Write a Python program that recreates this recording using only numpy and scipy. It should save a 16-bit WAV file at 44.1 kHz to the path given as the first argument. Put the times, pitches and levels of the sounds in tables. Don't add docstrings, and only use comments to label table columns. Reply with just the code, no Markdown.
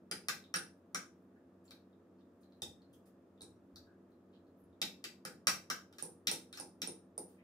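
import sys
import numpy as np
from scipy import signal
from scipy.io import wavfile

SR = 44100
rng = np.random.default_rng(int(sys.argv[2]) if len(sys.argv) > 2 else 0)


def pcm_store(signal):
    levels = np.round(np.clip(np.atleast_2d(signal), -1, 1) * 32767)
    wavfile.write(sys.argv[1], SR, levels.astype(np.int16).T)


N = 327663


def amp(db):
    return 10 ** (np.asarray(db) / 20)


def at_hz(points, hz):
    f, value = np.array(points).T
    return np.interp(np.log(hz), np.log(f), value)


def ring(force, hz, t60):
    radius = amp(-60 / (max(t60, .002) * SR))
    angle = 2 * np.pi * hz / SR
    return signal.lfilter([0, np.sin(angle)], [1, -2 * radius * np.cos(angle), radius ** 2], force + 1e-18)


def band_pass(order, band, x):
    return signal.sosfilt(signal.butter(order, band, "band", fs=SR, output="sos"), x)


# (f/Hz, left-right correlation)
DIFFUSE_COHERENCE = [(40, .8), (100, .93), (290, .95), (640, .7), (1400, .35), (3100, .1), (15000, 0)]


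def diffuse_bands(size):
    edges = 20 * 2 ** np.arange(0, 10.1, .5)
    tops = np.minimum(edges[1:], .45 * SR)
    white = rng.standard_normal((2, 2, size))
    for k, (low, high) in enumerate(zip(edges, tops)):
        mid, side = band_pass(2, [low, high], white[k % 2])
        hz = np.sqrt(low * high)
        alike = np.clip(at_hz(DIFFUSE_COHERENCE, hz), 0, 1)
        yield hz, np.sqrt(1 + alike) * mid + np.sqrt(1 - alike) * side * [[1], [-1]]


# (f/Hz, rms level/dB)
FAN_TONES = [(85, -86.5), (94.2, -77.5), (169.9, -80), (173.4, -94), (188.6, -72.5), (191.9, -75),
             (233, -78.5), (255, -73), (277.1, -75.5), (340, -72.5), (381.4, -82), (425.1, -82.5),
             (471.4, -79), (520, -85.5), (565.9, -82.5), (680, -84)]
# (f/Hz, level/dB per Hz)
FAN_DRAUGHT = [(15, -104), (25, -70.5), (83, -10.5), (135, -14.5), (177, -7), (220, -16), (245, -4),
               (339, 0), (399, -10.5), (470, -7.5), (726, -19.5), (1150, -19.5), (2090, -35.5),
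               (4130, -41.5), (16500, -49)]
DRAUGHT_RMS_DB = -66.5


def fans():
    t = np.arange(N) / SR
    tones = sum(np.sqrt(2) * amp(db) * np.sin(2 * np.pi * (hz * t + rng.random())) for hz, db in FAN_TONES)
    draught = sum(amp(at_hz(FAN_DRAUGHT, hz)) * noise for hz, noise in diffuse_bands(N))
    return tones + amp(DRAUGHT_RMS_DB) * draught / draught.std()


# (f/Hz, t60/s)
KITCHEN_T60 = [(100, 0.61), (300, .5), (1000, 0.27), (4000, 0.26), (14000, 0.25)]
ROOM_DB, ROOM_BUILD_S = -26.5, .006
NEAR_DB, NEAR_T60_S = 3, .04


def kitchen(dry):
    t = np.arange(round(.7 * SR)) / SR
    tail = sum(noise * amp(-60 * t / at_hz(KITCHEN_T60, hz)) for hz, noise in diffuse_bands(len(t)))
    build_up = 1 - np.exp(-(t / ROOM_BUILD_S) ** 2)
    near_surfaces = 1 + amp(NEAR_DB - 60 * t / NEAR_T60_S)
    tail *= build_up * near_surfaces
    return amp(ROOM_DB) * signal.fftconvolve(dry, tail, axes=1)[:, :N]


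# (t/s, length/s, centre f/Hz, width/octaves, level/dB rms before the fade)
RUBS_AND_SCRAPES = [(1.639, 0.13, 5960, 6, -84), (2.405, 0.051, 9000, 1.5, -84.5),
                    (2.927, 0.04, 7940, 1.9, -75.5), (3.054, 0.046, 10100, 10, -77.5),
                    (4.33, 0.054, 3450, 0.64, -80), (4.57, 0.077, 13140, 0.54, -89),
                    (5.946, .09, 4500, 2.16, -87), (5.983, 0.056, 3575, 2.6, -61),
                    (6.541, 0.061, 3600, 2.2, -64), (7.276, 0.11, 7000, 4.2, -80.5),
                    (1.356, 0.047, 1600, 0.36, -79), (3.856, 0.12, 1550, 0.15, -78),
                    (7.376, 0.067, 2170, 0.41, -78.5), (2.182, 0.052, 3950, 0.71, -89)]


def rubs_and_scrapes():
    out = np.zeros(N)
    grains = rng.standard_normal(N) * amp(3.2 * np.minimum(rng.exponential(1, N), 5))
    for s, length, hz, octaves, level_db in RUBS_AND_SCRAPES:
        at, size = round(s * SR), round(length * SR)
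        half_width = 2 ** (octaves / 2)
        band = [hz / half_width, min(hz * half_width, .45 * SR)]
        stroke = band_pass(2, band, grains[at:at + size])
        fade = np.minimum(np.arange(size) / 200, np.linspace(1, 0, size))
        out[at:at + size] += amp(level_db) * stroke / stroke.std() * fade[:len(stroke)]
    return out


# (t/s, nominal peak level/dB, ring f/Hz)
LIGHT_TOUCHES = [(0.4402, -54, 3720), (1.6541, -63.5, 7330), (1.6794, -59, 4300), (1.726, -62, 4280),
                 (1.7394, -72, 4520), (1.929, -73, 3710), (2.2094, -72.5, 3610), (2.433, -64.5, 4130),
                 (2.523, -63, 4100), (2.819, -62.5, 4250), (2.9354, -64.5, 3300), (3.0616, -70, 11200),
                 (3.3774, -69, 3550), (3.5581, -80.5, 5670), (4.1194, -73.5, 4120), (4.3294, -76, 4020),
                 (4.354, -71.5, 4000), (4.4687, -74.5, 4200), (4.6004, -72, 11340), (4.639, -73, 10600),
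                 (4.7284, -75, 3680), (6.9394, -64, 9200), (7.2994, -80, 9070), (7.3544, -78, 9500)]
TOUCH_T60_S, TOUCH_TICK_DB = .011, -12
TICKS_PER_S, TICK_DB = 14, -83


def touches():
    out, click = np.zeros(N + 2000), np.eye(1, 2000)[0]
    tick = np.diff(click, 2, prepend=[0, 0])
    for s, peak_db, hz in LIGHT_TOUCHES:
        at = round(s * SR)
        out[at:at + 2000] += amp(peak_db) * (ring(click, hz, TOUCH_T60_S) + amp(TOUCH_TICK_DB) * tick)
    tick_falls = rng.random(N) < TICKS_PER_S / SR
    crackle = tick_falls * amp(TICK_DB + 4.3 * np.minimum(rng.exponential(1, N), 3))
    return out[:N] + np.diff(crackle, 2, prepend=[0, 0])


# (t/s, nominal level/dB, f/Hz)
TABLE_BUMPS = [(2.619, -54, 95), (2.891, -63.5, 130.4), (3.419, -57, 104.5), (3.728, -57.5, 90),
               (4.63, -62, 88), (5.47, -55, 100), (6.269, -61.5, 95.8)]


def bumps():
    out = np.zeros(N + SR)
    push = np.pad(np.hanning(round(.0046 * SR)), (0, round(.3 * SR)))
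    push /= push.sum()
    for s, level_db, hz in TABLE_BUMPS:
        at = round(s * SR)
        out[at:at + len(push)] += amp(level_db) * ring(push, hz, .12)
    return out[:N]


# (t/s, spoon level/dB, fork level/dB,
# steel ring level/dB, plate level/dB, thud level/dB, f/Hz and level/dB of the one note the grip leaves free)
DISH_KNOCKS = [(0.1126, -38.5, -50, -35, -48, -48.5, 4890, -39.5),
               (0.2845, -29.5, -36.5, -33.5, -37.5, -46.5, 5440, -39),
               (0.5402, -34, -45.5, -45.5, -37.5, -51, 5650, -38.5),
               (0.9462, -35.5, -42, -36, -41, -48, 5740, -42),
               (1.708, -55, -54, -64, -64.5, -67, 4400, -56),
               (2.6199, -37, -50.5, -41.5, -67, -48.5, 3664, -37),
               (3.408, -60.5, -53.5, -73.5, -82.5, -59, 4050, -60.5),
               (3.4182, -50.5, -71, -51.5, -74.5, -64.5, 8025, -55.5),
               (3.7589, -56.5, -55.5, -62.5, -67, -64.5, 4560, -52),
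               (4.816, -33, -36.5, -43.5, -55, -51, 3730, -40),
               (5.0409, -39, -46.5, -55, -55.5, -53.5, 4680, -48.5),
               (5.251, -42, -51, -43, -46.5, -48.5, 3320, -57.5),
               (5.47, -21.5, -33.5, -29.5, -36.5, -47.5, 5620, -32.5),
               (5.7005, -32, -40.5, -39.5, -40, -49.5, 5630, -56),
               (5.9263, -65, -69.5, -76, -71, -72.5, 3680, -76.5),
               (5.9841, -50.5, -56.5, -52, -55, -64, 5400, -49.5),
               (6.2709, -28.5, -30.5, -35.5, -47, -41, 3890, -44.5),
               (6.5277, -54.5, -45.5, -51, -57, -63, 5320, -52),
               (6.5733, -44.5, -56, -56, -53, -59, 5350, -48),
               (6.8179, -37, -40.5, -42, -52, -47.5, 5580, -38)]
# (t/s, ring level/dB, rattle level/dB, thud level/dB)
STEEL_CLINKS = [(0.5592, -31, -41, -49.5), (6.0249, -33, -53.5, -45), (6.314, -24, -40.5, -41.5),
                (6.5991, -40, -52.5, -52), (6.8738, -36, -52, -44.5), (7.1787, -31.5, -54.5, -44.5)]
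CLINK_RATTLE_DB = [-16.5, -17.5, -8.5, 2.5, -14.5]
# (start t/s, end t/s)
SERVING_SPAN = (2.5, 4.0)
SERVING_PLATE_DB = -12.5
TABLE_DB, PLATE_HIGH_DB = -5, -12
EDGE_DB = 2
CLINK_TABLE_DB = -11
KNOCK_PAN_DB, CLINK_PAN_DB = .86, -1


def strengths():
    rows = []
    start, end = SERVING_SPAN
    for s, spoon, fork, steel, plate, thud, hz, note_db in DISH_KNOCKS:
        serving = start < s < end
        plate_high = spoon + PLATE_HIGH_DB + serving * SERVING_PLATE_DB
        edge = (spoon + fork) / 2 + EDGE_DB
        parts_db = [thud + TABLE_DB, thud, plate, plate_high, fork, spoon, steel, edge]
        rows.append((s, parts_db, [(hz, note_db)], KNOCK_PAN_DB))
    for s, steel, rattle, thud in STEEL_CLINKS:
        *body, edge = rattle + np.array(CLINK_RATTLE_DB)
        rows.append((s, [thud + CLINK_TABLE_DB, thud, *body, steel, edge], [], CLINK_PAN_DB))
    return sorted(rows, key=lambda row: row[0])


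# (f/Hz, relative level/dB, t60/s)
PART_MODES = [
    [(191, 3, 0.087), (263, 2, 0.04)],
    [(354, 1.5, 0.025), (484, -3, 0.042), (858, 1, 0.017)],
    [(1235, 5.5, 0.017), (1433, 1.5, 0.031), (1544, 1.5, 0.039), (1689, 0, 0.029)],
    [(1938, 7.5, 0.013), (2374, 7, 0.012), (2671, 0.5, 0.037), (3080, 6.5, 0.0092)],
    [(3594, -5.5, 0.026), (3860, -2.5, 0.03), (4245, -1, 0.015)],
    [(4637, -5, 0.013), (5160, -4.5, 0.018), (5665, -3, 0.015), (6590, -6.5, 0.0088), (7120, -10, 0.018),
     (7960, -6.5, .008)],
    [(8710, -5, 0.0083), (8980, 3.5, 0.0047), (9580, -9.5, 0.04), (9780, -4, 0.0072)],
    [(10970, -7, 0.0052), (12200, -9, 0.0055), (13900, -1.5, .004), (14300, 2.5, 0.0015),
     (15000, -17.5, 0.0047)],
]
CHATTER_DB, CHATTER_T60_S = -18, .0016
NOTE_T60_S = .026


def blows():
    size, rows = round(.2 * SR), strengths()
    spots = np.zeros((5, 2, N + SR))
    chance_db = rng.normal(0, 2, (len(rows), 48))
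    chatter_decay = amp(-60 * np.arange(size) / SR / CHATTER_T60_S)
    chatter = rng.standard_normal((len(rows), size)) * chatter_decay
    for i, (s, parts_db, notes, pan_db) in enumerate(rows):
        contact = np.eye(1, size)[0] + amp(CHATTER_DB) * chatter[i]
        sound = np.zeros(size)
        for hz, note_db in notes:
            sound += amp(note_db) * ring(contact, hz, NOTE_T60_S)
        for part, modes in enumerate(PART_MODES):
            rings = np.zeros(size)
            for k, (hz, level_db, t60) in enumerate(modes):
                gain = amp(level_db + chance_db[i, 6 * part + k])
                rings += (-1) ** k * gain * ring(contact, hz, t60)
            radiation = signal.butter(2, .46 * modes[0][0], "high", fs=SR)
            sound += amp(parts_db[part]) * signal.lfilter(*radiation, rings)
        at = round(s * SR)
        spots[i % 5, :, at:at + size] += amp(pan_db / 2 * np.array([[1], [-1]])) * sound
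    return spots[..., :N]


TABLE_ECHO_S, TABLE_ECHO_DB = .0016, -3.5
RIGHT_LAG_S = .0002


def scene():
    spots = blows()
    spots[0] += touches()
    spots[1] += rubs_and_scrapes()
    spots[2] += bumps()
    spots = signal.sosfilt(signal.butter(2, 75, "high", fs=SR, output="sos"), spots)
    both = spots.sum(axis=0)
    left, right = both + amp(TABLE_ECHO_DB) * np.roll(both, round(TABLE_ECHO_S * SR), axis=1)
    direct = np.array([left, np.roll(right, round(RIGHT_LAG_S * SR))])
    treble = band_pass(1, [8300, 10800], direct)
    direct += treble * [[-.1], [1.6]]
    return direct + sum(kitchen(spot) for spot in spots) + fans()


def record(dry):
    return signal.sosfilt(signal.cheby2(12, 70, 16800, fs=SR, output="sos"), dry)


dry = scene()
out = record(dry)
pcm_store(out)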